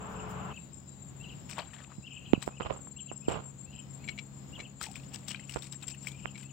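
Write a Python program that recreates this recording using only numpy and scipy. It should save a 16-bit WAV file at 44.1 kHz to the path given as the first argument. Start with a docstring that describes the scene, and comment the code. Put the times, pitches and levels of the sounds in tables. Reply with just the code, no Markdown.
"""A broad low rush fills the first half second over open air and a far pump engine, then stops abruptly.
Crickets shrill on the left from the start, with pulsed tones and noise bands; small birds twitter in gliding notes.
From 1.5 s a fish splashes at a weedy pond, in fizz and ringing drops; fingers knock and rub the microphone case.
From 4 s the angler's pole clacks in short decaying rings, as the fish is dragged up through wet leaves.
Table levels are relative: each layer adds its own trims."""
import sys
import numpy as np
from scipy import signal
from scipy.fft import rfft, irfft, next_fast_len
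from scipy.io import wavfile
from scipy.ndimage import uniform_filter1d, map_coordinates

SR = 44100
rng = np.random.default_rng(int(sys.argv[2]) if len(sys.argv) > 2 else 0)


def to_wav(s):
    """Save 16-bit WAV."""
    ch = np.atleast_2d(s).T  # columns
    pcm = np.round(np.clip(ch, -1, 1) * 32767)  # PCM
    wavfile.write(sys.argv[1], SR, pcm.astype(np.int16))


N = 287532  # length in samples


def amp(db):
    """Decibels to linear gain."""
    return 10 ** (np.asarray(db) / 20)


def unit(x):
    """x scaled to rms 1."""
    return x / np.sqrt(np.mean(x ** 2) + 1e-20)


def along(points, hz):
    """Interpolate (f/Hz, value) points on a log frequency axis."""
    f, v = np.transpose(points)
    return np.interp(np.log(hz + 1), np.log(f), v)


def curve(rows):
    """One value per sample from (t/s, value) rows."""
    return np.interp(np.arange(N) / SR, *np.transpose(rows))


def wobble(rate):
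    """A smooth random curve, rate knots a second."""
    knots = rng.standard_normal(int(N * rate / SR) + 4)
    return map_coordinates(knots, [np.arange(N) * rate / SR])


def clock(length):
    """Sample times in s over a sound of this length."""
    return np.arange(max(int(length * SR), 2)) / SR


def sine(hz):
    """A sine that follows a pitch curve."""
    return np.sin(2 * np.pi * np.cumsum(hz) / SR)


def noise():
    """White noise in one channel."""
    return rng.standard_normal(N)


def add(track, s, sound):
    """Mix a sound in at time s."""
    part = track[max(round(s * SR), 0):][:len(sound)]
    part += sound[:len(part)]


def filtered(x, response):
    """x times a response of frequency."""
    m = next_fast_len(N + 8192)
    return irfft(rfft(x, m) * response(np.fft.rfftfreq(m, 1 / SR)), m)[..., :N]


def equalized(x, spectrum):
    """x through an equalizer of (f/Hz, level/dB) points."""
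    return filtered(x, lambda hz: amp(along(spectrum, hz)))


def coloured(x, spectrum):
    """x in the given colour, at rms 1."""
    return unit(equalized(x, spectrum))


def placed(x, right_db):
    """Full level on the left, right_db on the right."""
    return x * amp([[0], [right_db]])


def grains(rate, centre_hz, spread, cycles, size_db, rise):
    """Damped rings of random pitch and size, at rms 1; a positive rise bends each upward as it dies."""
    count = int(rate * N / SR)
    start = rng.integers(0, N, (count, 1))
    hz = np.minimum(centre_hz * np.exp(spread * rng.standard_normal((count, 1))), SR / 3)
    size = amp(size_db * np.minimum(rng.exponential(size=(count, 1)), 3))
    polarity = rng.choice([-1, 1], (count, 1))
    t = clock(min(4 * cycles / centre_hz, .02))
    age = t * hz / cycles
    tone = np.sin(2 * np.pi * hz * t * (1 + rise * np.minimum(age, 2)))
    rings = polarity * size * np.exp(-age) * tone
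    return unit(np.bincount((start + np.arange(len(t))).ravel(), rings.ravel(), N)[:N])


def bursts(rows, edge, sag_db):
    """Soft-edged gain of (start, end, dB) bursts, sliding from 2 to 1 times sag_db above dB."""
    gain = np.zeros(N)
    for start, end, db in rows:
        t = clock(end - start)
        add(gain, start, amp(db + sag_db * (2.0 - t / t[-1])))
    return uniform_filter1d(gain, max(int(edge * SR), 1))


def trailing(gain, db, decay):
    """A gain curve with a weaker tail that dies away after each burst."""
    keep = np.exp(-1 / (decay * SR))
    tail_power = np.abs(signal.lfilter([1 - keep], [1, -keep], gain ** 2))
    return np.sqrt(gain ** 2 + amp(db) ** 2 * tail_power)


def banks(x, t60):
    """Scattered echo from the reeds and trees: a decaying noise tail, different in each ear."""
    t = clock(.4)
    tail = rng.standard_normal((2, len(t))) * amp(-60 * t / t60) * (1 - np.exp(-t / 0.011))
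    return signal.fftconvolve(x[None], tail / np.linalg.norm(tail[0]), axes=1)[:, :N]


# How alike the two ears are: (f/Hz, likeness 0-1)
EAR_LIKENESS = [(50, 0.68), (250, 0.54), (600, 0.31), (1500, 0.04), (4000, 0.033)]


def diffuse(spectrum):
    """Wide stereo noise of rms 1: mid and side balance makes the ears alike in bass, unrelated in treble."""
    turn = lambda hz: np.arccos(np.clip(along(EAR_LIKENESS, hz), -1, 1)) / 2
    mid_side = lambda hz: np.array([np.cos(turn(hz)), np.sin(turn(hz))])
    mid, side = filtered(coloured(rng.standard_normal((2, N)), spectrum), mid_side)
    return np.array([mid + side, mid - side])


# Colour of the open air: (f/Hz, level/dB)
AIR_COLOUR = [(20, -26), (38, -7.5), (60, -2.5), (170, 1.5), (240, -4), (380, -14.5), (900, -19.5),
              (1700, -27), (3500, -29), (6000, -39), (9000, -43), (16000, -36.5)]


def open_air():
    """Diffuse, bass-heavy noise whose level drifts."""
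    return placed(amp(-49.5 + 2.55 * wobble(4.65)) * diffuse(AIR_COLOUR), right_db=-2.5)


# Engine harmonics: (multiple of the firing rate, level/dB)
ENGINE_HARMONICS = [(1, -12), (2, 2.5), (3, -4), (4, -12.5), (5, -17)]
# Engine loudness: (t/s, level/dB)
ENGINE_LEVEL = [(0, -59.5), (.5, -48.5), (.56, -56), (1.8, -56), (3.3, -53), (5, -54), (6.52, -52)]


def engine():
    """Harmonics of a slightly unsteady firing rate, each wavering in level, make the far hum."""
    firing_hz = 67.6 * (1 + 0.00354 * wobble(3))
    hum = sum(amp(db + 1.6 * wobble(6)) * sine(k * firing_hz) for k, db in ENGINE_HARMONICS)
    return placed(hum * amp(curve(ENGINE_LEVEL) + 5.0), right_db=-5.5)


# Colour of the rush: (f/Hz, level/dB)
RUSH_COLOUR = [(25, 0), (60, 7.5), (180, 4.5), (320, -4.5), (430, -1.5), (520, -3.5), (1000, 1),
               (1350, -1.5), (1900, -15.5), (2900, -15), (4500, -34), (8000, -41), (15000, -42)]
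# Low tones within the rush: (f/Hz, level/dB)
RUSH_TONES = [(183, -47.5), (215, -55), (430, -51.5)]


def rush():
    """Broad noise and wavering low tones swell slightly together, then cut off."""
    tones = sum(amp(db + 4.0 + 3.2 * wobble(10.9)) * sine(hz + 4 * wobble(16.0)) for hz, db in RUSH_TONES)
    gate = bursts([(0.002, .53, 0)], edge=0.0088, sag_db=-1)
    return placed(gate * (amp(-39.0) * diffuse(RUSH_COLOUR) + tones), right_db=-3.0)


# Farther crickets: (f/Hz, chirps a second, level/dB)
CRICKET_CHOIR = [(6846, 16, -73.5), (7040, 10, -61), (7170, 6.3, -72.5), (7400, 5.3, -61), (7470, 8.8, -84)]
# Colour of the blurred cricket chorus: (f/Hz, level/dB)
CHORUS_COLOUR = [(5500, -44), (6400, -10.5), (6750, -3.5), (7100, 2), (7400, -5), (7700, 1), (8100, -20),
                 (9000, -48)]


def far_crickets():
    """Farther crickets blur into pulsing, smeared tones over a band of high noise."""
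    choir = np.zeros(N)
    for hz, rate, db in CRICKET_CHOIR:
        chirps = 0.37 + 0.64 * sine(rate * (1 + 0.078 * wobble(1.995)))
        # scattering in the weeds makes each tone waver in strength and pitch
        tone = amp(4 * wobble(150)) * sine(hz + 110 * wobble(400))
        choir += amp(db - 2.0) * unit(chirps * tone)
    chorus = amp(-63 + 0.97 * wobble(22)) * coloured(rng.standard_normal((2, N)), CHORUS_COLOUR)
    return placed(choir + chorus, right_db=-47)


# Bouts of the two near crickets: (first chirp t/s, end t/s, chirp period/s, f/Hz)
CRICKET_BOUTS = [(.024, 1.8, .1435, 7410), (2.151, 5, .146, 7420), (5.838, 6.5, .145, 7410),
                 (.583, 2.2, .1565, 7510), (2.815, 4.3, .157, 7510), (4.931, 6.5, .158, 7500)]
# Near cricket loudness: (t/s, level/dB)
NEAR_CRICKET_LEVEL = [(0, -47), (.2, -49.5), (.4, -57.5), (.65, -50), (1.3, -54), (1.7, -51), (2.3, -56),
                      (2.95, -44.5), (3.55, -46.5), (4.6, -55), (5.2, -53.5), (5.7, -44.5), (5.9, -42.5),
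                      (6.15, -51.5), (6.45, -49)]
STROKE_S, STROKE_SPACING_S = .028, .04
STROKE_STEP_HZ, STROKE_SCATTER_HZ = 24.3, 13.4  # second stroke's mean step up; chance spread


def near_crickets():
    """Each chirp is two wing strokes, short tones that sag in pitch, repeated at a steady pace."""
    near, t = np.zeros(N), clock(STROKE_S)
    u = t / t[-1]
    for first, end, period, hz in CRICKET_BOUTS:
        for s in np.arange(first, end, period):
            for k in range(2):
                pitch = hz + k * STROKE_STEP_HZ + STROKE_SCATTER_HZ * rng.standard_normal()
                stroke = signal.windows.tukey(len(t), .7) * sine(pitch * (1 - .008 * (u - .5)))
                add(near, s + k * STROKE_SPACING_S - t[-1] / 2, amp(rng.normal(0, 1.9)) * stroke)
    near *= amp(curve(NEAR_CRICKET_LEVEL) + 1 + 1.2 * wobble(300))
    return placed(near + amp(-15) * banks(near, t60=.15), right_db=-47)


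TRILL_START_S, TRILL_PERIOD_S, TRILL_S = .1, .602, .24  # first start, spacing, length


def far_trill():
    """A farther cricket's smeared tone pulses quickly and swells through each trill."""
    beat = (.5 + .5 * sine(55 + 4 * wobble(12))) * amp(0.81 * wobble(8.4))
    starts = np.arange(TRILL_START_S, N / SR, TRILL_PERIOD_S)
    gate = bursts([(s, s + TRILL_S, -64.5) for s in starts], edge=0.042, sag_db=-2)
    trill = gate * beat * unit(sine(5170 + 90 * wobble(350)))
    return placed(trill + amp(-6) * banks(trill, t60=.15), right_db=-20)


def hisses():
    """Two brief puffs of bright noise, mostly on the left."""
    gate = bursts([(.09, .15, -62), (.29, .33, -54.5)], edge=.02, sag_db=0)
    return placed(gate * coloured(noise(), [(2500, -11), (6000, -2), (15000, 2)]), right_db=-16)


# Runs of the farther bird: (start t/s, end t/s, level/dB)
FAR_BIRD_RUNS = [(.15, .52, -64), (1.25, 1.35, -63), (2.1, 2.33, -53), (2.6, 2.67, -47),
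                 (3.29, 3.35, -45.5), (3.72, 3.81, -53), (5.3, 5.42, -55.5), (6.13, 6.3, -58.5)]


def far_bird():
    """Quick up-and-down pitch zigzags, blurred by the bushes."""
    zigzag = signal.sawtooth(2 * np.pi * np.cumsum(42 + 8 * wobble(25)) / SR, .4)
    tone = unit(sine(2830 + 380 * zigzag) * amp(4.9 * wobble(90)))
    song = bursts(FAR_BIRD_RUNS, edge=0.0092, sag_db=-3.0) * tone
    return placed(amp(2) * song + amp(-3) * banks(song, t60=0.3), right_db=-10)


# The nearer bird's arched notes: (top t/s, rise length/s, top f/Hz, level/dB)
BIRD_NOTES = [(0.189, 0.035, 3170, -54), (.41, .035, 3200, -54), (0.511, 0.019, 3265, -49.5),
              (.563, 0.028, 3210, -45.5), (1.235, 0.038, 3320, -48), (1.292, 0.038, 3356, -44.5),
              (1.32, 0.0084, 3116, -52.5), (2.065, 0.036, 3340, -46), (2.117, 0.019, 3210, -47.5),
              (2.162, .014, 3186, -44), (2.26, 0.044, 3390, -48.5), (2.314, 0.015, 3120, -66),
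              (2.342, .008, 3140, -43), (2.567, .06, 3100, -54), (2.989, .027, 3400, -46),
              (3.088, 0.018, 3300, -48), (3.249, 0.036, 3120, -53.5), (3.73, 0.076, 3285, -54.5),
              (3.779, 0.032, 3250, -53), (4.04, 0.048, 3070, -56), (4.115, 0.018, 3280, -53.5),
              (4.553, 0.028, 3440, -43.5), (4.649, 0.023, 3260, -47.5), (5.303, 0.018, 3390, -44),
              (5.356, .008, 3060, -51), (5.423, .038, 3160, -55.5), (5.935, .025, 3150, -50.5),
              (6.187, 0.083, 2940, -54), (6.23, .008, 3060, -53), (6.271, .025, 3340, -50),
              (6.491, 0.075, 3170, -56)]
FALL_S, FALL_SHARE = 0.01885, 0.248  # closing down-slide: length, share of the pitch it drops
HOLD_SHARE, RISE_DB = .82, -6.5  # rise: held pitch over top pitch, level against the fall


def bird():
    """Each note scoops up, holds, flicks to its top and slides straight down."""
    song = np.zeros(N)
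    tone = lambda u, hz: unit(np.abs(np.sin(np.pi * u)) ** .5 * sine(hz))
    for s, rise, top_hz, db in BIRD_NOTES:
        u = clock(rise) / rise
        bend = u ** 6 - 0.567 * np.exp(-u / 0.106)
        rise_hz = top_hz * (HOLD_SHARE + (1 - HOLD_SHARE) * bend)
        add(song, s - rise, amp(db + RISE_DB) * tone(u, rise_hz))
        u = clock(FALL_S) / FALL_S
        add(song, s, amp(db) * tone(u, top_hz * (1 - FALL_SHARE * u)))
    song *= amp(-1.5 + 2.5 * wobble(200))
    # the water and the bank return each note a little later
    echo = sum(amp(db) * np.pad(song, round(delay * SR))[:N] for delay, db in [(.007, -12), (.012, -13)])
    return placed(song + echo + amp(-10) * banks(song, t60=.3), right_db=-8)


WHINE_START_S, WHINE_PERIOD_S, WHINE_S = .51, .338, .25  # first start, spacing, length
WHINE_HZ, WHINE_RISE_HZ_PER_S, WHINE_FADE_DB_PER_S = 3850, 85, 0.7


def far_whine():
    """A thin insect whine of two high partials arches in pitch; repeats creep upward and fade."""
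    whine, t = np.zeros(N), clock(WHINE_S)
    u = t / t[-1]
    for s in np.arange(WHINE_START_S, N / SR, WHINE_PERIOD_S):
        arch = .045 * u * (1 - rng.uniform(1, 2) * u)
        pitch = (WHINE_HZ + WHINE_RISE_HZ_PER_S * s) * (1 + arch + .006 * wobble(160)[:len(t)])
        tone = sine(pitch) + amp(-5) * sine(pitch * 7 / 6)
        add(whine, s, amp(-WHINE_FADE_DB_PER_S * s) * signal.windows.tukey(len(t), .4) * tone)
    whine *= amp(-69.5 + 3 * wobble(90) + 1.2 * wobble(6))
    return placed(whine + amp(-6) * banks(whine, t60=.15), right_db=-20)


def drop(hz):
    """A drop traps a main bubble and two weaker ones of other sizes, all rising in pitch."""
    t = clock(.03)
    trapped = [(1, 1), (rng.uniform(1.0, 1.7), .45), (rng.uniform(0.63, 1.0), .35)]
    ring = sum(g * np.sin(2 * np.pi * hz * ratio * t * (1 + 2 * t)) for ratio, g in trapped)
    return ring * np.exp(-t / .0028) * (1 - np.exp(-t / .0003))


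# Splashes of the fish and flicks of water on the leaves: (t/s, length/s, level/dB,
# depth/dB for more bubbles and less fizz, first drop f/Hz, first drop level/dB)
SPLASH_EVENTS = [(1.497, 0.051, -50, 0, 1590, -46), (1.582, 0.027, -40.5, 11.5, 960, -28.5),
                 (1.734, .12, -57, 6, 1840, -41), (1.919, 0.0078, -58, 17, 1200, -45),
                 (2.426, 0.013, -40.5, 3, 1260, -40.5), (3.285, 0.07, -55.5, 1, 3060, -36),
                 (4.813, 0.0092, -44.5, 1, 1324, -28.5), (4.828, 0.036, -45.5, -4.5, 4000, -39),
                 (4.957, 0.019, -50, 1, 2400, -34.5), (5.139, 0.029, -48, -1, 2930, -49),
                 (5.282, 0.051, -48, -4, 3740, -39), (5.346, 0.018, -55.5, 6.5, 2360, -28),
                 (5.495, 0.1, -54, -4.5, 2800, -35), (5.622, 0.059, -54.5, -4, 3620, -36.5),
                 (5.726, .025, -52.5, 0, 3730, -38), (5.827, 0.015, -47.5, 3.5, 3790, -40),
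                 (5.88, 0.04, -53, -5.5, 3240, -39), (6.029, 0.033, -57, -2.5, 3980, -55),
                 (6.071, 0.025, -47, -2, 2300, -29.5), (6.379, 0.037, -56, 0.5, 2400, -41),
                 (6.43, 0.012, -53, 2.5, 2920, -44)]
# Colour of the fizz and ticks: (f/Hz, level/dB)
FIZZ_COLOUR = [(2500, -9), (4200, -4), (5500, 3), (6500, -4.5), (8000, 10), (10000, -12), (15500, -3.5)]
SLAP_DB = 10.5  # trim of the first drop's tick
AFTER_S, AFTER_DB, AFTER_HZ = 0.031, -12, 2830  # later drops: mean delay, level trim, typical ring
LEAD_S, LEAD_DB = .02, -17  # water stirs before each splash: how long, level trim


def splashes():
    """Water stirs, ticks and rings a drop, sprays bubbles, patter and fizz, and trails off in later drops."""
    start, length, level_db, depth_db = np.transpose(SPLASH_EVENTS)[:4]
    clumps = amp(3.2 * wobble(190) - 1)

    def spray(db):
        lead = bursts(zip(start - LEAD_S, start, db + LEAD_DB), edge=0.017, sag_db=5)
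        body = bursts(zip(start, start + length, db), edge=0.021, sag_db=4.0)
        return clumps * (lead + trailing(body, db=-12.5, decay=0.074))

    big = grains(rate=1500, centre_hz=1220, spread=0.31, cycles=4.6, size_db=-5, rise=0.019)
    small = grains(rate=1000, centre_hz=2900, spread=0.23, cycles=4.7, size_db=4.0, rise=0.015)
    crackle = grains(rate=1100, centre_hz=7000, spread=.5, cycles=.6, size_db=5.5, rise=0)
    bubbles = spray(level_db + depth_db - 12.5) * big
    patter = spray(level_db - 4.5) * small
    fizz = spray(level_db - depth_db - 5) * coloured(crackle, FIZZ_COLOUR)
    rings, ticks, t = np.zeros(N), np.zeros(N), clock(.03)
    for s, _, db, depth, hz, ring_db in SPLASH_EVENTS:
        tick = amp(db - depth + SLAP_DB) * np.exp(-t / 0.005)
        add(rings, s, amp(ring_db + 4) * drop(hz))
        add(ticks, s, tick)
        for delay in rng.gamma(2, AFTER_S / 2, 2):
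            later_hz = AFTER_HZ * np.exp(0.18 * rng.standard_normal())
            add(rings, s + delay, amp(ring_db + 3 + AFTER_DB) * drop(later_hz))
            add(ticks, s + delay, amp(AFTER_DB) * tick)
    water = bubbles + patter + fizz + rings + ticks * coloured(noise(), FIZZ_COLOUR)
    left, right = water + amp(-14) * banks(water, t60=.18)
    # a finger over the right port shades it from the treble
    shade = [(800, -11.0), (2500, -12), (4500, -17.5), (7500, -30), (14000, -18)]
    return np.array([left, equalized(right, shade)])


# Short strings of large bubbles that burst after a splash: (t/s, level/dB)
PLOP_STRINGS = [(1.622, -44), (1.876, -47.5), (4.868, -35.5)]
PLOP_HZ, PLOP_SPREAD = 860, 0.15  # base pitch; log scatter, wider for each later bubble
PLOP_GAP_S, PLOP_LOSS_DB = 0.018, 3  # from one bubble to the next


def plops():
    """Each bubble rings and rises in pitch as it nears the surface; the next is weaker and of another size."""
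    water, t = np.zeros(N), clock(.04)
    for s, db in PLOP_STRINGS:
        for k in range(3):
            hz = PLOP_HZ * np.exp(PLOP_SPREAD * k * rng.standard_normal())
            ring = sine(hz * (1 + 3 * t)) * np.exp(-t / 0.0053) * (1 - np.exp(-t / .001))
            add(water, s + k * PLOP_GAP_S, amp(db - k * PLOP_LOSS_DB) * ring)
    return placed(water, right_db=-4.5)


# Knocks on the case: (t/s, level/dB, start f/Hz, life/s, crack level/dB, share on the left 0-1)
CASE_KNOCKS = [(1.983, -24.5, 250, 0.012, -77, 0), (2.334, 5.5, 543, 0.0049, -3.5, 0.02),
               (2.377, -17.5, 304, 0.0073, -61, .05), (2.4775, -6.5, 860, 0.0013, -48, 0.03),
               (2.608, -8, 1310, 0.00064, -35, 0), (2.7073, -12.5, 1010, 0.0043, -17.5, 0.22),
               (2.872, -30.5, 1730, 0.0019, -65, 0), (3.1157, -15.5, 900, 0.0011, -50, 0.04),
               (3.2831, -4, 664, 0.0034, -49, 0.43), (5.5607, -6.5, 910, 0.00061, -36, 0.03),
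               (6.2572, -6, 2480, 0.00036, -28, 0.12)]


def knocks():
    """A knock is a few cycles that drop in pitch as the case settles, plus a crack near the right port."""
    hits, t = np.zeros((2, N)), clock(.04)
    for s, db, hz, life, crack_db, left in CASE_KNOCKS:
        envelope = np.exp(-(t / life) ** 2.64) * (1 - np.exp(-t / (0.065 * life)))
        thud = amp(db - 5) * sine(hz / (1 + t / (0.54 * life))) * envelope
        crack = amp(crack_db) * np.sin(2 * np.pi * 2400 * t) * np.exp(-t / 0.00026)
        add(hits[1], s, thud + crack)
        add(hits[0], s, -left * thud)  # opposite polarity on the left
    return equalized(hits, [(3000, 0), (5000, -33), (9000, -31)])


# Finger rubs: (start t/s, end t/s, level/dB)
FINGER_RUBS = [(2.34, 2.37, -50), (2.472, 2.495, -43.5), (2.602, 2.624, -36.5), (2.649, 2.674, -35),
               (2.7, 2.728, -36), (3.114, 3.14, -52.5), (3.284, 3.37, -38), (3.37, 3.41, -43.5),
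               (4.58, 4.61, -50), (5.563, 5.58, -41.5), (6.244, 6.28, -51)]
# Colour of the rubs: (f/Hz, level/dB)
RUB_COLOUR = [(40, 4), (130, 8), (300, 0.5), (500, 5), (800, 1), (1250, -0.5), (1800, -13.5), (3000, -12.5),
              (4200, -20), (7000, -32), (16000, -37)]


def rubs():
    """Fingers rub the case in dense, dull slips, unrelated in the two ears."""
    slip = lambda: grains(rate=2500, centre_hz=3080, spread=1.0, cycles=0.15, size_db=3.0, rise=0)
    slips = np.array([coloured(slip(), RUB_COLOUR) for _ in range(2)])
    pressure = trailing(bursts(FINGER_RUBS, edge=0.0056, sag_db=3.5), db=-7.5, decay=0.027)
    pressure *= amp(2.2 * wobble(170) - .5)
    return pressure * slips * amp([[-10], [0]])


# Clacks of the loaded pole: (t/s, level/dB)
POLE_CLACKS = [(4.041, -43), (4.0865, -24.5), (4.1868, -28.5), (4.6014, -30), (6.355, -38.5)]
# Contacts in each clack, a touch, the blow and a bounce: (delay t/s, level/dB)
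CLACK_CONTACTS = [(-.009, -11), (0, -1.5), (.0055, -5.5)]
# Ringing modes of the hollow pole: (f/Hz, level/dB, t60/s)
POLE_MODES = [(1320, -23, 0.022), (2285, 4.5, 0.03), (2317, -3, 0.0098), (2710, -6, 0.022),
              (2800, -4.5, 0.027), (3360, -7, 0.022), (4030, -4, 0.021), (4180, -34, 0.007),
              (5700, -15, .01)]


def pole():
    """Each contact is a dry snap that rings the hollow pole at new strengths; the grip shifts its pitch."""
    ring, snaps, t = np.zeros(N), np.zeros(N), clock(.04)
    contacts = [(s + delay, db + step_db) for s, db in POLE_CLACKS for delay, step_db in CLACK_CONTACTS]
    for s, db in contacts:
        for hz, level, t60 in POLE_MODES:
            pitch = hz * (1 + .012 * rng.standard_normal())
            decay = amp(db + level + rng.normal(0, 0.73) - 60 * t / t60)
            add(ring, s, decay * np.sin(2 * np.pi * pitch * t) * (1 - np.exp(-t / 0.0012)))
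        add(snaps, s, amp(db - 11.0) * np.exp(-t / 0.006))
    ring += snaps * coloured(noise(), [(1200, -2), (2200, 15), (4000, 7.5), (8000, -1.5), (15000, -28)])
    return placed(ring + amp(-16) * banks(ring, t60=.1), right_db=-13)


def scene():
    """All layers of the pond, mixed."""
    ambience = open_air() + engine() + rush() + hisses()
    insects = near_crickets() + far_crickets() + far_trill() + far_whine()
    birds = far_bird() + bird()
    landing = splashes() + plops() + knocks() + rubs() + pole()
    return ambience + insects + birds + landing


# Colour of the microphone ports: (f/Hz, level/dB)
PORT_COLOUR = [(22, -38), (50, -2), (6500, 0.5), (8000, 4), (9200, -2.5), (10500, -10), (12000, -6.5),
               (14000, -1), (16000, -3.5)]
TOP_HZ = 15850  # band limit


def record(dry):
    """The ports colour the sound, strong peaks overload softly, and nothing is kept above the band limit."""
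    x = equalized(dry, PORT_COLOUR)
    x = x / (1 + np.abs(x / .58) ** 6) ** (1 / 6)
    return filtered(x, lambda hz: hz < TOP_HZ)


dry = scene()
out = record(dry)
to_wav(out)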